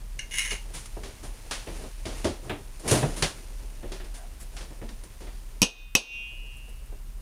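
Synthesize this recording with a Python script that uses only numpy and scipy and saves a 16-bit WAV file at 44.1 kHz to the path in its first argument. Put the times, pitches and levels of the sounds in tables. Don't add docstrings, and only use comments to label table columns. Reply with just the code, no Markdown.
import sys
import numpy as np
from scipy import signal
from scipy.fft import rfft, irfft
from scipy.io import wavfile
from scipy.ndimage import uniform_filter1d, minimum_filter1d

SR = 44100
rng = np.random.default_rng(int(sys.argv[2]) if len(sys.argv) > 2 else 0)


def transcribe(signal):
    frames = np.atleast_2d(signal).T
    limited = np.clip(frames, -1, 1)
    pcm = np.round(limited * 32767).astype(np.int16)
    wavfile.write(sys.argv[1], SR, pcm)


def how_loud(loudness_db):
    steps = np.asarray(loudness_db, float) / 20
    return 10 ** steps


N = 317961

# frequency in Hz, relative density in dB per Hz.
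AIR_SPECTRUM = [(35, -61), (60, 0.5), (124, 4), (156, -9), (217, -6), (579, -57), (882, -59), (968, -18),
                (2300, -36), (2840, -37), (3670, -45), (8320, -27), (16000, -29.5)]
RUMBLE_SPECTRUM = [(15, -12), (28, 10.5), (37, 16), (48, -2.5), (60, 5.5), (80, -42)]
HISS_SPECTRUM = [(100, 14), (2000, 10), (8000, 1), (12000, -2), (15000, 8.5), (15900, -18.5), (16100, -51)]
RUSTLE_SPECTRUM = [(410, -24), (700, -7), (852, 2), (1170, -4), (2590, -0.5), (2880, -1), (3110, -4),
                   (6480, -3.5), (8210, -7), (9350, -0.5), (16000, -28)]
BODY_SPECTRUM = [(35, -76), (60, 2), (140, -7), (199, -6.5), (370, -4), (497, -8), (584, -7), (1500, -25),
                 (1950, -26), (3300, -120)]
EDGE_SPECTRUM = [(400, 2), (900, 4.5), (2000, 3.5), (3500, 3), (6000, -22.5)]
RATTLE_SPECTRUM = [(2500, -4.5), (4500, 3), (7000, -0.5), (8300, -5.5), (9500, 1), (11500, -16),
                   (16000, -43)]
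SWISH_SPECTRUM = [(2500, -11), (4500, -5), (7300, -2.5), (8300, -7), (9500, 3.5), (11500, -13.5),
                  (16000, -26.5)]
ECHO_SPECTRUM = [(120, -23), (200, 1), (491, 4.5), (590, 0), (1080, -3), (1350, -7.5), (2170, -11),
                 (2560, 9.5), (4040, -5.5), (6170, 3), (7270, -13), (9750, -6.5), (16000, -36)]
# frequency in Hz, rms level in dB.
WHINES = [(8538, -95), (8608, -73)]
# time in seconds, base rustle level in dB.
RUSTLE_LEVEL = [(0.0, -59), (0.4, -55.5), (0.6, -54), (1.3, -55), (1.56, -51.5), (1.9, -54.5), (2.1, -52.5),
                (2.4, -58), (2.75, -56), (3.3, -49.5), (3.5, -54.5), (4.06, -57), (4.8, -57.5),
                (5.6, -58.5), (5.78, -82), (6.01, -84), (6.14, -58.5), (7.2, -63)]
# middle in seconds, length in seconds, scuff in dB, rustle in dB.
SHUFFLES = [(1.772, 0.45, -45.5, -53), (2.19, 0.26, -51, -49.5), (2.521, 0.4, -49, -85),
            (2.871, 0.18, -41, -60), (2.95, 0.3, -33, -30), (3.057, 0.043, -34, -63.5),
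            (3.13, 0.58, -52, -53)]
# start in seconds, length in seconds, centre in Hz, bandwidth in Hz, level in dB.
CREAKS = [(4.15, .14, 700, 80, -55), (4.16, .09, 1550, 120, -61), (4.8, 0.18, 226, 33, -50),
          (4.395, 0.05, 7600, 400, -54), (4.39, 0.06, 10200, 1800, -52)]
# start in seconds, body level in dB, edge level in dB, T60 of the edge in seconds,
# hollow note in Hz. First, knocks and bumps that set loose things rattling.
KNOCKS = [(0.516, -33.5, -38, 0.21, 407), (0.966, -34, -70, 0.21, 434), (1.033, -40, -46.5, 0.49, 395),
          (1.51, -52, -33.5, 0.35, 510), (1.837, -35.5, -55, 0.2, 389), (2.054, -32, -42, 0.52, 642),
          (2.244, -19.5, -35.5, 0.35, 352), (2.914, -18, -39, 0.64, 127.2), (3.084, -31, -61, 0.2, 280),
          (3.223, -24, -24.5, 0.24, 156), (3.918, -38, -44.5, 0.35, 380), (4.043, -46, -54.5, 0.26, 319),
          (4.566, -52, -44.5, 0.3, 350), (4.608, -46, -48, 0.27, 180), (4.704, -42, -74, 0.33, 322),
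          (4.889, -50, -50, 0.19, 216), (5.205, -45.5, -55, 0.83, 380), (6.68, -48.5, -63, 0.23, 402),
          (6.921, -45, -69, 0.27, 402)]
RAPS = [(1.669, -33.5, -47.5, 0.33, 342), (2.495, -24.5, -33.5, 0.27, 297), (3.027, -17, -36.5, 0.25, 147),
        (3.828, -35.5, -53, 0.43, 357), (3.999, -42.5, -47.5, 0.27, 370), (4.814, -35.5, -52, 0.3, 462),
        (5.269, -42.5, -49.5, 0.23, 703)]
BRUSHES = [(0.735, -40, -40, 0.36, 147), (1.228, -31.5, -45.5, 0.27, 111),
           (2.421, -38.5, -57.5, 0.97, 126.4), (2.846, -28.5, -62, 0.71, 479),
           (3.159, -32.5, -40, 0.39, 188), (4.138, -46, -46, 0.25, 137), (4.398, -63, -49.5, 0.2, 121),
           (4.518, -47, -59.5, 0.85, 141)]
CRINKLES = [(0.857, -49, -47.5, 0.053, 120), (2.795, -45, -56.5, 0.23, 686), (2.877, -40, -37.5, 0.66, 604),
            (2.911, -21, -31, 0.18, 163.6), (5.035, -50.5, -56, 0.13, 121)]
# rise of the edge in seconds, treble over edge in dB, relative strength of edge ringing.
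KNOCK_ONSET = (0.0011, 1.12, 0.14)
RAP_ONSET = (0.0019, -22, 0.54)
BRUSH_ONSET = (0.011, 4.7, 0.061)
CRINKLE_ONSET = (0.0015, 9.4, 0.22)
# start in seconds, drive level in dB.
TICKS = [(6.3435, -48), (6.5625, -41), (6.6498, -46), (6.6894, -44), (6.7535, -46), (6.8194, -54),
         (6.8553, -47)]
# peak in seconds, drive level in dB.
PUSHES = [(0.39, -24), (0.464, -33), (0.525, -32)]
# start in seconds, relative drive level in dB.
BREAKS = [(0.1905, -21), (0.3088, -32), (0.3391, -21.5), (0.3829, -21.5), (0.5073, -17.5)]
# mean frequency in Hz, overall bandwidth in Hz, relative gain in dB.
SHELL_MODES = [(1610, 91, -27), (2170, 260, 2), (2530, 660, -2), (2840, 190, -0.5), (3500, 840, -9),
               (5580, 350, -5.5), (6360, 670, -0.5), (7500, 330, -6), (9550, 1000, -1.5), (11000, 530, -30),
               (13600, 2100, -26)]
# start in seconds, crack in dB rms at its loudest,
# then the gains in dB of the thud, rim and wall modes.
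TAPS = [(5.6176, -13.5, -25.5, -58, -34), (5.6273, -13, -24.5, -59, -48), (5.9514, -8, -32, -29, -33)]
# frequency in Hz, bandwidth in Hz, relative gain in dB.
CRACK_MODES = [(2600, 45, -2), (2990, 63, -2), (3640, 110, -16), (4840, 320, -17), (5560, 120, -2.5),
               (5860, 93, -8), (9000, 390, -19.5), (12900, 140, -28.5)]
# frequency in Hz, relative level in dB, T60 in seconds.
THUD_MODES = [(188, 9, 0.075), (245.5, 8, 0.073), (417, -38, 0.063), (555, -8, 0.11), (971, -5, 0.22),
              (1047, -2, 0.041)]
# frequency in Hz, relative level in dB,
# T60 in seconds, beats per second, amplitude share and sign of the twin.
RIM_MODES = [(2175, -30.0, 2.0, 0.9, 0.8), (2284, -15.0, 1.5, 1.0, 0.8), (2396, -14.0, 1.5, 0.8, 0.4),
             (2502, 8.0, 1.0, 3.4, 0.2), (2623, -12.0, 1.9, 0.9, -0.8), (2751, 8.0, 1.2, 2.3, -0.4),
             (2891, -2.0, 1.5, 0.9, -0.4), (3052, -30.0, 2.2, 2.4, 0.6), (3220, -6.0, 1.2, 3.3, 0.6),
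             (3408, -16.0, 1.1, 0.7, 0.6), (3607, -3.0, 0.5, 1.5, 0.4), (5518, -8.0, 0.55, 4.0, 0.5),
             (5642, -6.0, 0.45, 5.0, 0.5), (5782, -10.0, 0.6, 4.0, 0.5), (5943, -11.0, 0.6, 3.0, 0.5),
             (6110, -10.0, 0.6, 5.0, 0.5)]
WALL_HZ = [1061, 2503, 2622, 2815, 3047, 3607, 3817, 4032, 4102, 4398, 4673, 5082, 5276, 5469, 5658, 5905,
           6062, 6325, 6438, 7817, 8931, 9351, 10280]
# relative level in dB, T60 in seconds.
WALL_DECAYS = [(-9, 0.45), (8, 0.58), (-16, 0.53), (9, 0.31), (-4, .6), (-1.5, 0.68), (3, 0.46), (0, 0.36),
               (3, 0.33), (-3, 0.39), (5.5, 0.26), (-19, .25), (-28, 0.17), (-5, 0.18), (-8, 0.19),
               (-8, 0.24), (4, 0.16), (-2, 0.34), (10, 0.24), (7, 0.16), (-6, 0.24), (-1, 0.27), (-3, .25)]
# frequency in Hz, T60 in seconds.
ROOM_T60 = [(150, 0.33), (600, 0.32), (2500, 0.34), (6000, 0.3), (12000, 0.21)]


def evened(x):
    return x / np.sqrt(np.mean(x ** 2) + 1e-20)


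def read(points, hz):
    f, value = np.transpose(points)
    return np.interp(np.log(hz + 1), np.log(f + 1), value)


def coloured(x, points):
    gain = how_loud(read(points, np.fft.rfftfreq(len(x), 1 / SR)))
    return evened(irfft(rfft(x) * gain, len(x)))


def noise(size):
    return rng.standard_normal(size)


def grains(size, per_s, spread_db):
    big = how_loud(spread_db * np.minimum(rng.exponential(1, size), 4))
    return noise(size) * big * (rng.random(size) < per_s / SR)


def ring(x, hz, width):
    turn = np.exp(2j * np.pi * np.cumsum(hz * np.ones(len(x))) / SR)
    r = np.exp(-np.pi * width / SR)
    return 2 * (turn * signal.lfilter([1 - r], [1, -r], x / turn + 1e-18)).real


def dying(t, rise, t60):
    return (1 - np.exp(-t / rise)) * how_loud(-60 * t / t60)


def add(mix, s, sound):
    part = mix[round(s * SR):][:len(sound)]
    part += sound[:len(part)]


def room_tone():
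    air_db, hum_db, hum_hz, waver_hz = -54.5, -41.5, 36.15, 4.97
    t = np.arange(N) / SR
    air = how_loud(air_db) * coloured(noise(N), AIR_SPECTRUM)
    waver = evened(uniform_filter1d(uniform_filter1d(noise(N), 2500), 2500))
    tone = np.sqrt(2) * np.sin(2 * np.pi * np.cumsum(hum_hz + waver_hz * waver) / SR)
    hum = how_loud(hum_db) * (tone + 1.09 * coloured(noise(N), RUMBLE_SPECTRUM))
    whines = sum(how_loud(db) * np.sqrt(2) * np.sin(2 * np.pi * hz * t) for hz, db in WHINES)
    return air + hum + whines


def moving():
    s, db = np.transpose(RUSTLE_LEVEL)
    rustle = how_loud(np.interp(np.arange(N) / SR, s, db))
    scuff = rustle * how_loud(-2)
    for s, length, scuff_db, rustle_db in SHUFFLES:
        swell = np.hanning(round(length * SR)) ** 2
        add(scuff, s - length / 2, how_loud(scuff_db) * swell)
        add(rustle, s - length / 2, how_loud(rustle_db) * swell)
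    scuff_flicker, rustle_flicker = (evened(uniform_filter1d(noise(N), 1500)) for _ in range(2))
    scuffs = coloured(noise(N), BODY_SPECTRUM) * scuff * how_loud(3.1 * scuff_flicker)
    cloth = coloured(grains(N, 9000, 0.37), RUSTLE_SPECTRUM) * rustle * how_loud(0.47 * rustle_flicker)
    return scuffs + cloth


def creaks():
    out = np.zeros(N)
    for s, length, hz, width, db in CREAKS:
        size = round(length * SR)
        note = evened(ring(noise(size), hz, width))
        add(out, s, how_loud(db) * note * signal.windows.tukey(size, 0.6))
    return out


def knocks(rows, onset, treble_spectrum):
    out, t = np.zeros(N), np.arange(SR // 2) / SR
    rise, treble_db, ringing = onset
    direct = 1 + 0.94 * np.exp(-t / 0.002)
    for s, body_db, edge_db, t60, hz in rows:
        body_noise, edge_noise, treble_noise = rng.standard_normal((3, len(t)))
        note = np.sin(2 * np.pi * hz * t) * np.sqrt(250 / hz)
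        hollow = coloured(body_noise, BODY_SPECTRUM) + 0.74 * note
        modes = sum(evened(ring(edge_noise, f, 69.0)) for f in rng.uniform(1490, 2650, size=3))
        hard = coloured(edge_noise, EDGE_SPECTRUM) + ringing * np.exp(-t / 0.015) * modes
        treble = how_loud(treble_db) * coloured(treble_noise, treble_spectrum)
        body = how_loud(body_db) * hollow * dying(t, 2.17 * rise, 0.67 * t60)
        edge = how_loud(edge_db) * (hard + treble) * dying(t, rise, t60) * direct
        add(out, s, body + edge)
    return out


def prising():
    out, t = np.zeros(N), np.arange(SR // 8) / SR
    tick_hz, width_hz, t60 = 9700, 1300, 0.14
    for s, db in TICKS:
        crackle = ring(evened(grains(len(t), 3000, 2.8)), tick_hz, width_hz)
        add(out, s, how_loud(db) * crackle * dying(t, 0.0017, t60))
    return out


def grating():
    size = SR
    t = np.arange(size) / SR
    push_db_per_s, let_go_db_per_s, touch_s = 230, 400, 0.31
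    push = sum(how_loud(db + np.minimum(push_db_per_s * (t - s), let_go_db_per_s * (s - t))) for s, db in PUSHES)
    snaps = evened(grains(size, 3000, 2.1)) * push * (t > touch_s)
    for s, db in BREAKS:
        snap = uniform_filter1d(noise(900), size=3) * dying(t[:900], 0.001, 0.029)
        add(snaps, s, how_loud(db + 2.5) * snap)
    shell = 0
    for hz, width, db in SHELL_MODES:
        bent_hz = hz * (1 + 0.022 * evened(uniform_filter1d(noise(size), 1800)))
        stage_width = 1.57 * width
        shell += how_loud(db + 4.0) * ring(ring(snaps, bent_hz, stage_width), bent_hz, stage_width)
    walls = signal.lfilter([0.45], [1, -0.55], noise(SR // 3)) * dying(t[:SR // 3], 0.00062, 0.223)
    echo = signal.fftconvolve(shell, walls / np.linalg.norm(walls))[:size]
    return np.pad(shell + how_loud(-3.5) * echo, (0, N - size))


def crack_of_shell(t):
    blow = noise(len(t)) * dying(t, 0.00077, 0.0068)
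    crack = sum(how_loud(db) * ring(blow, hz, width) for hz, width, db in CRACK_MODES)
    return crack / np.sqrt(uniform_filter1d(crack ** 2, size=90).max())


def thud_of_bowl(t):
    return sum(how_loud(db) * dying(t, 0.00084, t60) * np.sin(2 * np.pi * hz * t) for hz, db, t60 in THUD_MODES)


def ring_of_wall(t):
    wall = 0
    for hz, (db, t60) in zip(WALL_HZ, WALL_DECAYS):
        wall += how_loud(db) * dying(t, 0.0015, t60) * np.sin(2 * np.pi * (hz * t + rng.random()))
    return wall


def ring_of_rim(t):
    rim, bloom_s = 0, 0.1
    for hz, db, t60, beats, share in RIM_MODES:
        turn = 2 * np.pi * (hz * t + rng.random())
        pair = np.sin(turn) + share * np.sin(turn + 2 * np.pi * beats * t)
        rim += how_loud(db) * dying(t, bloom_s, t60) * pair
    return rim


def echo_of_room(t):
    hz, frame_s, z = signal.stft(coloured(noise(len(t)), ECHO_SPECTRUM), SR, nperseg=256)
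    t60 = read(ROOM_T60, hz)[:, None]
    near_walls = how_loud(-60 * frame_s / t60)
    whole_room = how_loud(-38 - 60 * frame_s / (2.0 * t60))
    echo = signal.istft(z * (near_walls + whole_room), SR, nperseg=256)[1][:len(t)]
    return echo * (1 - np.exp(-t / 0.00067))


def taps():
    out, t = np.zeros(N), np.arange(2 * SR) / SR
    echo_under_crack_db = -8
    for s, crack_db, thud_db, rim_db, wall_db in TAPS:
        add(out, s, how_loud(crack_db) * crack_of_shell(t))
        add(out, s, how_loud(thud_db) * thud_of_bowl(t))
        add(out, s, how_loud(wall_db) * ring_of_wall(t))
        add(out, s, how_loud(rim_db) * ring_of_rim(t))
        add(out, s, how_loud(crack_db + echo_under_crack_db) * echo_of_room(t))
    return out


def scene():
    about = knocks(KNOCKS, KNOCK_ONSET, RATTLE_SPECTRUM) + knocks(RAPS, RAP_ONSET, RATTLE_SPECTRUM)
    about += knocks(BRUSHES, BRUSH_ONSET, SWISH_SPECTRUM) + knocks(CRINKLES, CRINKLE_ONSET, SWISH_SPECTRUM)
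    return (room_tone() + moving() + creaks() + about + prising() + grating() + taps())[None]


def low_pass(x):
    return signal.sosfilt(signal.butter(12, 16660, fs=SR, output="sos"), x)


def record(dry):
    threshold_db, top_hz, hiss_db = -14.0, 15300, -63.5
    hold_s, recover_db_per_s, react_s, drift_s = 0.077, 147, 0.018, 0.27
    peak_db = 10 * np.log10(abs(uniform_filter1d(dry[0] ** 2, 90)) + 1e-12)
    over_db = np.maximum(peak_db - threshold_db, 0)
    wanted_db = np.minimum(2.12 * over_db, 10.5)
    half = round(hold_s * SR / 2)
    held_db = -minimum_filter1d(-wanted_db, size=2 * half + 1, origin=half)
    back_db = recover_db_per_s * np.arange(N) / SR
    held_db = np.maximum.accumulate(held_db + back_db) - back_db
    quick, slow = np.exp(-1 / (react_s * SR)), np.exp(-1 / (drift_s * SR))
    lagged_db = signal.lfilter([1 - quick], [1, -quick], held_db)
    lagged_db = signal.lfilter([1 - quick], [1, -quick], lagged_db)
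    drift_db = signal.lfilter([1 - slow], [1, -slow], held_db)
    dulled = signal.sosfilt(signal.butter(12, top_hz, fs=SR, output="sos"), dry)
    ducked = dulled * how_loud(-lagged_db - 1.8 * drift_db)
    hiss = how_loud(hiss_db) * coloured(noise(N), HISS_SPECTRUM)
    return low_pass(ducked + hiss)


dry = scene()
out = record(dry)
transcribe(out)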